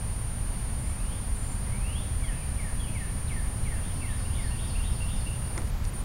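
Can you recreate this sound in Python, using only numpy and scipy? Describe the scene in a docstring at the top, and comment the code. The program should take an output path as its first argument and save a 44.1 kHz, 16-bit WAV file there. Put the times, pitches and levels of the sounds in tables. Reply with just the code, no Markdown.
"""A cardinal sings from a wood beside a railway line: two rising slurs, then seven falling whistles.
Other birds answer from deeper among the trees. Each note is a gliding sine, and decaying noise spreads
it into the echoes of the trees. Shaped noise makes the steady distant rumble and the hiss of open air.
The camera adds a thin whine, a tone that keeps flipping over, and steady tones. Near the end it is
handled: noise makes the rubbing, and filtered noise bursts make the clicks."""
import sys
import numpy as np
from scipy import signal
from scipy.fft import rfft, irfft
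from scipy.io import wavfile
from scipy.ndimage import uniform_filter1d

SR = 44100
rng = np.random.default_rng(int(sys.argv[2]) if len(sys.argv) > 2 else 0)


def materialize(psi):
    """Save the field psi as 16-bit PCM at rate SR to the path in sys.argv[1].

    A 1-D psi becomes a single channel; in a 2-D psi each row is a channel.
    """
    bounded = np.clip(np.atleast_2d(psi).T, -1, 1)
    quanta = np.round(bounded * 32767).astype(np.int16)
    wavfile.write(sys.argv[1], SR, quanta)


N = 266672
TIME = np.arange(N) / SR

# Distant rumble, tone colour: pitch_hz, level_db (per Hz, relative)
RUMBLE_COLOUR = [(6, -8.5), (13, -7), (28, -3), (41, -0.5), (50, -5.5), (60, -4), (80, -6), (98, -9),
                 (115, -8), (145, -17), (210, -19), (300, -30.5), (500, -52.5)]
# Hiss of open air, tone colour: pitch_hz, level_db (per Hz, relative)
AIR_COLOUR = [(100, -2.5), (350, 1.5), (600, 1.5), (1000, 0), (1400, -3.5), (2200, -6.5), (2900, -9),
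              (4000, -13.5), (4600, -12.5), (6000, -17.5), (9000, -22), (15500, -33)]
# The rumble grows very slowly from its starting level; the air has no such trend
RUMBLE_START_DB, RUMBLE_GROWTH_DB_PER_S, AIR_DB = -30, 0.2646, -46

# Faint steady tones of the camera: pitch_hz, level_db
CAMERA_TONES = [(2169, -89), (4646, -68), (6971, -68), (11359, -69.5), (11386, -84), (11617, -70),
                (13943, -80)]
# Brief dips in the whine; overlapping dips add up: start_s, length_s, depth_db
WHINE_DIPS = [(5.598, 0.28, -5.5), (5.707, 0.13, -19), (5.901, 0.033, -16), (6.017, .04, -13)]
CLOCK_HZ, FLIP_HZ, FLIP_START_S = 2323.45, 35.2, 3.0
WHINE_DB = -43  # before its filter

# Kinds of note, each one glide: length_s, from_hz, to_hz, bend, attack_s, release_s.
# Bend below 0: quick at first, then levelling off; above 0: gathering speed.
# Some also dip in loudness: dip_at_s, dip_width_s, dip_db
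TICK = dict(length_s=0.026, from_hz=8250, to_hz=7260, bend=-2.2, attack_s=0.0059, release_s=.008)
RISING_SLUR = dict(length_s=.425, from_hz=1985, to_hz=4230, bend=1.45, attack_s=.026, release_s=0.11, dip_at_s=.148, dip_width_s=.026, dip_db=-8)
FALLING_SLUR = dict(length_s=.17, from_hz=2640, to_hz=1603, bend=-2.2, attack_s=0.054, release_s=0.12, dip_at_s=0.0666, dip_width_s=.013, dip_db=-16)
FLICK = dict(length_s=0.034, from_hz=4460, to_hz=2340, bend=-1.38, attack_s=.002, release_s=.003)
SHORT_SLUR = dict(length_s=.08, from_hz=3430, to_hz=2740, bend=1.27, attack_s=.024, release_s=0.044, dip_at_s=0.042, dip_width_s=.008, dip_db=-25)
LOW_PIPE = dict(length_s=.135, from_hz=2800, to_hz=2310, bend=-0.52, attack_s=.04, release_s=0.018, dip_at_s=0.058, dip_width_s=0.025, dip_db=-14)
WARBLE_DOWN = dict(length_s=0.04, from_hz=2880, to_hz=2280, bend=0.48, attack_s=0.0034, release_s=0.0072)
WARBLE_UP = dict(length_s=.05, from_hz=2200, to_hz=3290, bend=-0.32, attack_s=0.024, release_s=.015)
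PIP = dict(length_s=0.0357, from_hz=2520, to_hz=2885, bend=-1.77, attack_s=.009, release_s=0.015)
RISE = dict(length_s=.05, from_hz=2600, to_hz=3853, bend=-1.6, attack_s=0.011, release_s=.009)
HIGH_FALL = dict(length_s=.055, from_hz=5600, to_hz=4244, bend=-1.8, attack_s=0.005, release_s=0.0048)

# When the birds sing. Note levels are before the direct and echo gains.
# Small bird's runs of thin ticks: start_s, length_s, first_tick_level_db
TWITTERS = [(.791, .105, -61), (1.35, 0.18, -56)]
# Within a twitter: gap between ticks, growth in level, fall in pitch (share of the pitch per second)
TICK_PERIOD_S, TICK_SWELL_DB_PER_S, TICK_SAG_PER_S = 0.0305, 25, 0.26
# Cardinal's rising slurs: start_s, level_db
RISING_SLURS = [(.818, -57.5), (1.652, -52)]
# Cardinal's falling slurs: start_s, level_db
FALLING_SLURS = [(2.206, -43.5), (2.564, -42), (2.928, -41.5), (3.283, -41.5), (3.636, -42), (4.005, -42),
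                 (4.357, -43.5)]
# Cardinal's high opening flicks: start_s, level_db
FLICKS = [(3.273, -48.5), (3.634, -55)]
# Second bird's short slurs: start_s, level_db
SHORT_SLURS = [(2.229, -46.5), (2.787, -43)]
# Second bird's low pipes: start_s, level_db
LOW_PIPES = [(2.315, -51.5)]
# Second bird's warbles: start_s, level_db
WARBLES = [(2.29, -52.5), (2.854, -47.5)]
# Far bird's rolling song: start_s, pip_level_db, rise_level_db, high_fall_level_db
ROLLS = [(3.752, -51, -50.5, -55), (4.002, -47.5, -51, -52.5), (4.245, -48.5, -46.5, -50),
         (4.500, -44.5, -45.5, -51.5), (4.745, -46, -46, -52.5), (5.000, -45, -47.5, -52),
         (5.255, -45.5, -61, -61)]

# Handling clicks: start_s, bright_tick_peak_db, case_ring_peak_db
CLICKS = [(5.578, -31, -25.5), (5.618, -38, -39), (5.674, -44, -38), (5.851, -30.5, -46)]
# What the camera's case rings with: pitch_hz, width_hz, level_db (relative)
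CASE_MODES = [(1010, 370, 0), (1950, 430, 2)]
# One finger stroke swells to its peak and lets go; the grip rustles on after it
RUB_PEAK_S, RUB_SWELL_S, RUB_RELEASE_S = 5.615, 0.096, 0.009
RUB_DB, GRIP_DB = -41.5, -56.5

TREBLE_LIMIT_HZ = 15750


def undb(db):
    """Turn decibels into a gain to multiply by."""
    return 10 ** (np.asarray(db) / 20)


def unit(x):
    """Scale to an average strength (rms) of 1."""
    return x / np.sqrt(np.mean(x ** 2))


def add(out, start_s, x):
    """Mix x into out from the given time."""
    i = int(start_s * SR)
    out[i:i + len(x)] += x[:max(N - i, 0)]


def walk(rate_hz):
    """Smooth random drift with rms 1: random steps, smoothed twice."""
    k = int(SR / rate_hz)
    steps = np.repeat(rng.standard_normal(N // k + 1), k)
    smooth = uniform_filter1d(uniform_filter1d(steps, k), k)
    return unit(smooth[:N])


def noise(colour):
    """Noise of rms 1, its frequencies weighted by (Hz, dB) points."""
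    hz, db = np.transpose(colour)
    bins_hz = np.maximum(np.fft.rfftfreq(N, 1 / SR), 1)
    gain = undb(np.interp(np.log(bins_hz), np.log(hz), db))
    return unit(irfft(rfft(rng.standard_normal(N)) * gain, N))


def resonance(x, hz, width_hz):
    """Favour one pitch, as a ringing object does (a two-pole filter)."""
    b, a = signal.iirpeak(hz, hz / width_hz, fs=SR)
    return signal.lfilter(b, a, x)


def background():
    """Distant rumble under the soft hiss of open air, both shaped noise with a tiny drift in level."""
    rumble_db = RUMBLE_START_DB + RUMBLE_GROWTH_DB_PER_S * TIME + 0.1 * walk(4.5)
    rumble = noise(RUMBLE_COLOUR) * undb(rumble_db)
    air = noise(AIR_COLOUR) * undb(AIR_DB + 0.19 * walk(4.95))
    return rumble + air


def camera_whine(imbalance=0.12, width_hz=6000, fade_s=0.013):
    """The fourth harmonic of a clock flips polarity at a steady rate, which gives it a buzzing edge."""
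    whine_hz = 4 * CLOCK_HZ
    flips = np.sign(np.sin(2 * np.pi * FLIP_HZ * (TIME - FLIP_START_S)))
    carrier = np.sin(2 * np.pi * whine_hz * TIME)
    # the imbalance lets a little of the unflipped tone through
    whine = resonance(carrier * (flips + imbalance), whine_hz, width_hz)
    dip_db = np.zeros(N)
    for start_s, length_s, depth_db in WHINE_DIPS:
        dip_db += depth_db * ((TIME > start_s) & (TIME < start_s + length_s))
    dip_db = uniform_filter1d(dip_db, int(fade_s * SR))
    tones = sum(undb(db) * np.sin(2 * np.pi * hz * TIME) for hz, db in CAMERA_TONES)
    return np.sqrt(2) * (whine * undb(WHINE_DB + dip_db) + tones)  # a plain sine's rms is 1 / sqrt(2)


def glide(length_s, from_hz, to_hz, bend, attack_s, release_s, dip_at_s=0, dip_width_s=1, dip_db=0):
    """Pitch and loudness of one note: an exponential glide that fades in and out."""
    t = np.arange(0, length_s, 1 / SR)
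    progress = np.expm1(bend * t / length_s) / np.expm1(bend)
    pitch_hz = from_hz + (to_hz - from_hz) * progress
    attack = np.sin(np.pi / 2 * np.clip(t / attack_s, 0, 1)) ** 2
    release = np.sin(np.pi / 2 * np.clip((length_s - t) / release_s, 0, 1)) ** 2
    dip = undb(dip_db * np.exp(-((t - dip_at_s) / dip_width_s) ** 2))
    return pitch_hz, attack * release * dip


def whistles(kind, notes, waver=0.0032, flutter_db=1.0, tuning=1):
    """A nearly pure tone runs through the same glide at each note, with random pitch and level drift."""
    pitch_hz, swell = glide(**kind)
    drift, flutter = walk(150), walk(90)
    out = np.zeros(N)
    for start_s, level_db in notes:
        now = int(start_s * SR) + np.arange(len(pitch_hz))
        wavering_hz = tuning * pitch_hz * (1 + waver * drift[now])
        phase = 2 * np.pi * np.cumsum(wavering_hz) / SR
        loudness = swell * undb(level_db + flutter_db * flutter[now])
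        add(out, start_s, np.sqrt(2) * np.sin(phase) * loudness)
    return out


def woods(x, t60, build_s, near_share, near_s):
    """Near trunks return a quick cluster of echoes, the depth of the wood a long faint tail."""
    t = TIME[:2 * SR]
    near = unit(np.exp(-t / near_s))
    # t60: seconds for the tail to fall by 60 dB
    deep = unit((1 - np.exp(-t / build_s)) * np.exp(-np.log(1000) * t / t60))
    strength = np.sqrt(near_share * near ** 2 + (1 - near_share) * deep ** 2)
    echoes = rng.standard_normal(len(t)) * strength
    return signal.fftconvolve(x, echoes / np.linalg.norm(echoes))[:N]


def small_bird(echo_db=-3):
    """Two twitters of thin falling ticks, each tick a little louder and lower than the last."""
    ticks = np.zeros(N)
    for start_s, length_s, first_db in TWITTERS:
        for t in np.arange(0, length_s, TICK_PERIOD_S):
            note = (start_s + t, first_db + TICK_SWELL_DB_PER_S * t)
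            ticks += whistles(TICK, [note], waver=0.012, tuning=1 - TICK_SAG_PER_S * t)
    echoes = woods(ticks, t60=0.4, build_s=0.0089, near_share=0.26, near_s=0.017)
    return ticks + undb(echo_db) * echoes


def cardinal(direct_db=-0.4, echo_db=-3, rise_echo_db=-1):
    """Rising then falling slurs from the edge of the wood; two falls have a quick high flick as echo."""
    rises = whistles(RISING_SLUR, RISING_SLURS, waver=0.0059, flutter_db=2.5)
    falls = whistles(FALLING_SLUR, FALLING_SLURS, waver=0.0075, flutter_db=0.2)
    into_woods = undb(rise_echo_db) * rises + undb(echo_db) * falls
    echoes = woods(into_woods, t60=0.64, build_s=0.026, near_share=0.33, near_s=0.043)
    flicks = woods(whistles(FLICK, FLICKS), t60=0.88, build_s=0.02, near_share=0.73, near_s=0.014)
    return undb(direct_db) * (rises + falls) + echoes + flicks


def second_bird(echo_db=-4, turn_s=0.077, upturn_db=-4):
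    """Two short fluty phrases between the cardinal's notes; their warble, down and up, arrives blurred."""
    clear = whistles(SHORT_SLUR, SHORT_SLURS) + whistles(LOW_PIPE, LOW_PIPES)
    upturns = [(start_s + turn_s, db + upturn_db) for start_s, db in WARBLES]
    warble = whistles(WARBLE_DOWN, WARBLES, waver=0.02)
    warble += whistles(WARBLE_UP, upturns, waver=0.023)
    into_woods = undb(echo_db) * clear + warble
    return clear + woods(into_woods, t60=0.87, build_s=0.012, near_share=0.24, near_s=0.025)


def far_bird(pip_direct_db=-3.0, pip_echo_db=-3, repeat_s=0.043, repeat_db=-5,
             rise_after_s=0.062, fall_after_s=0.15):
    """A double pip, a rise and a high fall roll four times a second; the sweeps arrive only as echoes."""
    out = np.zeros(N)
    for start_s, pip_db, rise_db, fall_db in ROLLS:
        pips = [(start_s, pip_db), (start_s + repeat_s, pip_db + repeat_db)]
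        pip = whistles(PIP, pips, waver=0.021, flutter_db=2.0)
        rise = whistles(RISE, [(start_s + rise_after_s, rise_db)], waver=0.01)
        fall = whistles(HIGH_FALL, [(start_s + fall_after_s, fall_db)], waver=0.01)
        # the bird turns as it sings, so each motif finds other paths through the trees
        into_woods = undb(pip_echo_db) * pip + rise
        out += undb(pip_direct_db) * pip
        out += woods(into_woods, t60=1.0, build_s=0.0057, near_share=0.15, near_s=0.039)
        # the leaves scatter the top of the song most
        out += woods(fall, t60=1.1, build_s=0.0061, near_share=0.095, near_s=0.028)
    return out


def rubbing(grit_db=3.5):
    """Fingers rub the case: dull noise follows their pressure, roughened by a fast random drift."""
    since = TIME - RUB_PEAK_S
    stroke = np.exp(-np.abs(since) / np.where(since < 0, RUB_SWELL_S, RUB_RELEASE_S))
    pressure = undb(RUB_DB) * stroke + undb(GRIP_DB) * (since > 0)
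    grit = undb(grit_db * walk(300))
    colour = [(100, 3), (400, 9), (1100, 2.0), (2000, -6.0), (5000, -30), (15000, -35)]
    return noise(colour) * pressure * grit


def clicks(dull_hz=9000, tick_hz=4900, tick_width_hz=4200, decay_s=0.0014):
    """Each contact is a tiny noise burst, heard as a bright tick and as the ring of the case."""
    out = np.zeros(N)
    t = TIME[:SR // 20]
    dulling = signal.butter(4, dull_hz, fs=SR, output="sos")
    for start_s, tick_db, ring_db in CLICKS:
        burst = rng.standard_normal(len(t)) * np.exp(-t / decay_s)
        contact = signal.sosfilt(dulling, burst)
        tick = resonance(contact, tick_hz, tick_width_hz)
        ring = sum(undb(db) * resonance(contact, hz, width_hz) for hz, width_hz, db in CASE_MODES)
        tick *= undb(tick_db) / np.abs(tick).max()
        ring *= undb(ring_db) / np.abs(ring).max()
        add(out, start_s, tick + ring)
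    return out


def scene():
    """Background, camera and birds at one microphone."""
    birds = small_bird() + cardinal() + second_bird() + far_bird()
    camera = camera_whine() + rubbing() + clicks()
    return (background() + birds + camera)[None]


def record(dry):
    """The camera cuts the top of the treble with a steep filter."""
    treble_cut = signal.ellip(12, 0.1, 80, TREBLE_LIMIT_HZ, fs=SR, output="sos")
    return signal.sosfilt(treble_cut, dry)


dry = scene()
out = record(dry)
materialize(out)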